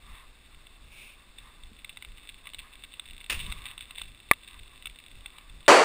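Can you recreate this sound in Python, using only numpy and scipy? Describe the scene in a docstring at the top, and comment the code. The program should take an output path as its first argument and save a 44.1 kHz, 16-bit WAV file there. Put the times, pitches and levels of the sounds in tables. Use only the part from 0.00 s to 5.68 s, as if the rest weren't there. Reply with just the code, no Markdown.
"""A bicycle rolls over wet slush on a paved road, heard from a camera in a plastic case on the rider's chest.
Wind rumbles and the tyres swish from the start; at 1 s the tread throws up a sheet of water.
The road gets wetter, and spray and drops tick ever thicker on the case. At 3.3 s a wheel bursts through
a ridge of slush and shakes the camera; at 4.3 s the mount knocks once, and the ride goes on.
Throughout, the camera's coarse sampling adds a gritty treble."""
import sys
import numpy as np
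from scipy import signal
from scipy.fft import rfft, irfft
from scipy.io import wavfile
from scipy.ndimage import uniform_filter1d

SR = 44100
rng = np.random.default_rng(int(sys.argv[2]) if len(sys.argv) > 2 else 0)


def put_to_file(sound):
    """Save the sound as 16-bit audio at rate SR, in the file named by the first command-line argument."""
    columns = np.atleast_2d(sound).T  # one column per channel
    safe = np.clip(columns, -1, 1)
    whole_steps = np.round(safe * 32767)
    wavfile.write(sys.argv[1], SR, whole_steps.astype(np.int16))


N = 250488
TIME = np.arange(N) / SR

# Tone curves for the noise layers. Each row: frequency in Hz, relative level in dB.
RUMBLE_EQ = [(12, -5.5), (25, 2), (45, -3), (70, -10), (100, -17.5), (160, -21.5), (300, -32.5), (700, -45)]  # wind and shaking
ROAD_EQ = [(100, -3.5), (250, 4.5), (500, -1), (900, -2.5), (1400, -1.5), (2500, -4.5), (3150, -8),
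           (3560, -2), (4100, -3.5), (5000, -7.5), (5800, -14)]  # steady road hiss
TREAD_EQ = [(500, -30), (900, -10), (1040, -0.5), (1190, 0.5), (1400, -14), (1650, -9), (2100, -6),
            (2700, -15.5), (4000, -35), (5800, -28)]  # swish of the tread
SHEET_EQ = [(800, -18), (1900, -18), (2250, -1), (2650, 0.5), (3100, -11), (3600, -7), (4400, -20),
            (5600, -18)]  # thrown sheet of water
SLUSH_EQ = [(100, -31), (250, -15.5), (800, -18), (1500, -12.5), (2200, -5), (2750, 3.5), (3150, -9.5),
            (3550, -5), (4500, -16.5), (5600, -15)]  # crushed slush
# Gusts as the rider sways, about one to a pedal stroke. Each row: centre in seconds, level in dB.
GUSTS = [(.11, -47), (.6, -50), (.85, -51.5), (1.43, -49.5), (1.65, -50), (2.1, -50), (2.6, -51),
         (3.15, -49.5), (4.08, -49), (4.62, -49), (4.88, -52), (5.16, -46.5), (5.56, -45)]
# Soft bumps of the rider against the camera.
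# Each row: start in seconds, level in dB, pitch in Hz, decay in seconds.
BUMPS = [(1.716, -45.5, 216, 0.0084), (3.470, -38, 75, .012), (3.48, -38, 191, 0.0093)]
# Scuffs of the tread. Each row: centre in seconds, level in dB, half length in seconds.
SCUFFS = [(0.145, -55, 0.072), (.525, -60.5, 0.018), (1.211, -62, 0.028), (1.475, -58.5, 0.042),
          (2.462, -56.5, 0.015), (2.68, -60.5, 0.071), (3.497, -54, 0.034), (3.65, -52.5, 0.076),
          (3.917, -60, 0.018), (4.544, -60.5, 0.032), (4.73, -64, 0.027), (5.342, -60.5, 0.097)]
# Slush on the road. Each row: time in seconds, wetness from 0 to 1.
WETNESS = [(0, 0.4), (.6, 0), (1.7, 0.27), (2.6, 0.69), (3.2, 0.7), (3.45, 0.87), (4.15, 0.57), (5.0, 0.66),
           (5.68, 0.39)]
# Modes of the plastic case. Each row: pitch in Hz, time to fall 60 dB in seconds, level in dB.
CASE_MODES = [(1563, 0.02, -11.5), (1992, 0.014, -3.5), (2260, .010, 0), (2679, 0.017, 0),
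              (2957, 0.012, -3.5), (3526, 0.015, 3.5), (3795, 0.011, 1), (4200, 0.0061, -3.5)]
# Clumps spattering over the case. Each row: start in seconds, level in dB, decay in seconds.
SPATTERS = [(1.381, -47, 0.019), (1.787, -46.5, 0.0081), (1.891, -42, 0.011), (2.288, -41.5, 0.014),
            (2.584, -39.5, 0.017), (3.390, -36, 0.034), (3.651, -38, 0.034), (3.801, -40.5, 0.024),
            (3.953, -40.5, 0.011), (3.977, -40.5, 0.044), (4.474, -42.5, 0.013), (4.986, -44.5, 0.0092)]
# Large drops on the case. Each row: start in seconds, level in dB, centre of the tick in Hz.
DROPS = [(0.5452, -39.5, 2660), (0.6679, -36, 3630), (1.6342, -38.5, 3690), (1.8452, -26, 2490),
         (1.9709, -27.5, 2400), (2.0231, -28, 2260), (2.0475, -29, 2400), (2.1804, -33.5, 2400),
         (2.4699, -24.5, 2370), (2.5338, -31.5, 3570), (2.5445, -26.5, 3200), (2.836, -30.5, 2640),
         (2.9377, -31.5, 2630), (2.9951, -22, 2730), (3.1078, -32.5, 2720), (3.2101, -34.5, 2740),
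         (3.241, -33, 2730), (3.4007, -24, 2500), (3.4104, -26, 2700), (3.4635, -27, 3200),
         (3.5164, -28, 3400), (3.5224, -20, 2670), (3.712, -30, 3460), (3.7779, -26.5, 2600),
         (3.8072, -31, 2650), (3.9075, -28.5, 3470), (3.9816, -23, 3300), (4.0153, -24.5, 3250),
         (4.3335, -24, 2710), (4.8234, -32.5, 2700), (4.8557, -23.5, 2670), (4.8691, -25, 2630),
         (5.2584, -25.5, 3300), (5.3827, -33.5, 3540), (5.662, -33.5, 3490)]
# Slush bursting under the wheel. Each row: start in seconds, level in dB, rise and decay in seconds.
BURSTS = [(3.296, -17.5, 0.0046, 0.0058), (3.305, -29, .002, 0.0069), (3.312, -28.5, .012, 0.032)]
# Modes of the mount. Each row: pitch in Hz, time to fall 60 dB in seconds, level in dB, polarity.
MOUNT_MODES = [(740, 0.0312, -34.5, -1), (1176, 0.027, -12, -1), (1740, 0.033, -20.5, -1),
               (1940, 0.013, -8, -1), (2298, 0.01, -3, 1), (3810, .007, -21, -1), (4610, 0.0085, -20.5, 1)]


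def undb(db):
    """Decibels to gain."""
    return 10 ** (np.asarray(db) / 20)


def unit(x):
    """Scale to rms 1."""
    return x / np.sqrt(np.mean(x ** 2))


def colour(x, eq):
    """Shape x with a tone curve; rms 1."""
    hz, db = np.transpose(eq)
    bins_hz = np.maximum(np.fft.rfftfreq(N, 1 / SR), 1)
    gain = undb(np.interp(np.log(bins_hz), np.log(hz), db))
    return unit(irfft(rfft(x) * gain, N))


def noise(eq):
    """Coloured noise of rms 1."""
    return colour(rng.standard_normal(N), eq)


def flutter(depth_db, rate_hz):
    """A wavering gain that glides between random levels, spread by about depth_db."""
    step = int(SR / rate_hz)
    levels = np.repeat(rng.standard_normal(N // step + 1), step)
    return undb(depth_db * 1.2 * uniform_filter1d(levels, step)[:N])


def grains(rate, spread_db):
    """Random tiny impacts, rate a second, of unequal size."""
    size = undb(spread_db * np.clip(rng.standard_normal(N), -2, 2))
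    return (rng.random(N) < rate / SR) * size * rng.choice([-1, 1], N)


def swell(centre_s, width_s):
    """A smooth rise and fall."""
    return np.exp(-.5 * ((TIME - centre_s) / width_s) ** 2)


def envelope(start_s, rise_s, decay_s, hold_s=0):
    """Straight rise, hold, exponential decay."""
    age = np.maximum(TIME - start_s, 0)
    return np.minimum(age / rise_s, 1) * np.exp(-np.maximum(age - rise_s - hold_s, 0) / decay_s)


def add(out, start_s, sound):
    """Mix in a short sound."""
    i = int(start_s * SR)
    out[i:i + len(sound)] += sound[:N - i]


def ring(hz, t60):
    """One struck mode."""
    t = TIME[:SR // 20]
    return np.sin(2 * np.pi * hz * t) * np.exp(-np.log(1000) * t / t60)


def case_ring(centre_hz, octaves):
    """The case's answer to a tap; the contact favours the modes near centre_hz."""
    return sum((-1) ** k * undb(db) * np.exp(-.5 * (np.log2(hz / centre_hz) / octaves) ** 2) * ring(hz, t60)
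               for k, (hz, t60, db) in enumerate(CASE_MODES))


def shower(rate, spread_db, octaves):
    """Droplets, rate a second, each ringing the case; rms 1."""
    return unit(signal.fftconvolve(grains(rate, spread_db), case_ring(centre_hz=3000, octaves=octaves))[:N])


def jolt():
    """How hard the ridge of slush shakes the bicycle, from 0 to 1."""
    return envelope(start_s=3.296, rise_s=.05, hold_s=.16, decay_s=.12)


def scuffing():
    """Strength of the tread's scuffs."""
    return sum(undb(db) * swell(s, width) for s, db, width in SCUFFS)


def rumble(wind_db=-56, jolt_db=-35.5):
    """The low bed: wind buffets in gusts, the jolt shakes the camera and the rider bumps softly against it."""
    gusts = sum(undb(db) * swell(s, width_s=0.054) for s, db in GUSTS)
    strength = np.sqrt(undb(wind_db) ** 2 + gusts ** 2 + (undb(jolt_db) * jolt()) ** 2)
    out = strength * flutter(depth_db=1.2, rate_hz=14) * noise(RUMBLE_EQ)
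    t = TIME[:SR // 10]
    for s, db, hz, decay in BUMPS:
        add(out, s, undb(db) * np.sin(2 * np.pi * hz * t) * np.exp(-t / decay))
    return out


def tyres(tread_db=-70, jolt_db=-57, sheet_db=-48.5, road_db=-62):
    """The tread swishes in short scuffs over a steady road hiss; once it throws up a sheet of water."""
    strength = np.sqrt(undb(tread_db) ** 2 + scuffing() ** 2 + (undb(jolt_db) * jolt()) ** 2)
    swish = strength * flutter(depth_db=1.8, rate_hz=30) * noise(TREAD_EQ)
    water = colour(grains(rate=5000, spread_db=3), SHEET_EQ)
    sheet = undb(sheet_db) * swell(centre_s=1.022, width_s=0.081) * water
    return swish + sheet + undb(road_db) * noise(ROAD_EQ)


def spray(mist_db=-63, wet_boost_db=7, scuff_db=-3, jolt_db=-50, patter_db=-55):
    """Mist and sparser droplets hit the case, more on a wetter road; scuffs and the jolt throw extra mist."""
    wetness = np.clip(np.interp(TIME, *np.transpose(WETNESS)), .01, 1)
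    mist = shower(rate=3000, spread_db=4.5, octaves=0.82)
    patter = shower(rate=55 * wetness, spread_db=2, octaves=0.82)
    rolling = undb(mist_db + wet_boost_db * wetness)
    thrown = np.sqrt(rolling ** 2 + (undb(scuff_db) * scuffing()) ** 2 + (undb(jolt_db) * jolt()) ** 2)
    return thrown * flutter(depth_db=1.3, rate_hz=40) * mist + undb(patter_db) * wetness * patter


def spatters(rise_s=0.0027):
    """Each clump breaks into a short shower of droplets on the case."""
    strength = sum(undb(db) * envelope(s, rise_s, decay) for s, db, decay in SPATTERS)
    return strength * shower(rate=500, spread_db=4.5, octaves=0.85)


def drops(splat_s=.0022, splat_gain=0.21, click_band_hz=(1150, 3600), click_gain=9, trim_db=-1):
    """Each drop lands with a soft, wet click and rings the case, then breaks up over a few milliseconds."""
    out, t = np.zeros(N), TIME[:SR // 100]
    click_filter = signal.butter(2, click_band_hz, "band", fs=SR, output="sos")
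    for s, db, hz in DROPS:
        force = splat_gain * rng.standard_normal(len(t)) * np.exp(-t / splat_s)
        force[0] += 1  # first contact
        tick = signal.fftconvolve(force, case_ring(hz, octaves=0.65))
        add(tick, 0, click_gain * signal.sosfilt(click_filter, force))
        add(out, s, undb(db + trim_db) * tick / np.abs(tick).max())
    return out


def slush_bursts():
    """The wheel crushes a ridge of slush: a sudden crowd of grains that dies away."""
    strength = sum(undb(db) * envelope(s, rise, decay) for s, db, rise, decay in BURSTS)
    return strength * colour(grains(rate=6000, spread_db=5), SLUSH_EQ)


def mount_knock(start_s=4.3126, gain_db=3.3, push_s=.00008, push_db=-9.5, case_db=-24):
    """One hard blow on the mount: a short push, its modes ring, and the case rings faintly with it."""
    out, t = np.zeros(N), TIME[:SR // 20]
    push = undb(push_db) * t / push_s * np.exp(1 - t / push_s)
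    modes = sum(polarity * undb(db) * ring(hz, t60) for hz, t60, db, polarity in MOUNT_MODES)
    case = undb(case_db) * case_ring(centre_hz=3100, octaves=.35)
    add(out, start_s, undb(gain_db) * (modes - push + case))
    return out


def scene():
    """The mono mix at the camera's microphone."""
    return (tyres() + spray() + drops() + spatters() + slush_bursts() + mount_knock() + rumble())[None]


def record(dry, input_cut_hz=5750, hold_hz=12000, top_hz=15200):
    """The camera samples at a low rate and holds each sample, mirroring the sound into a gritty treble."""
    dulled = signal.sosfilt(signal.butter(16, input_cut_hz, fs=SR, output="sos"), dry)
    coarse = signal.resample_poly(dulled, hold_hz, SR, axis=1, window=("kaiser", 2))
    steps = np.repeat(np.clip(coarse, -1, 1), 4, axis=1)
    held = signal.resample_poly(steps, SR, 4 * hold_hz, axis=1)[:, :N]
    return signal.sosfilt(signal.ellip(8, .2, 70, top_hz, fs=SR, output="sos"), held)


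dry = scene()
out = record(dry)
put_to_file(out)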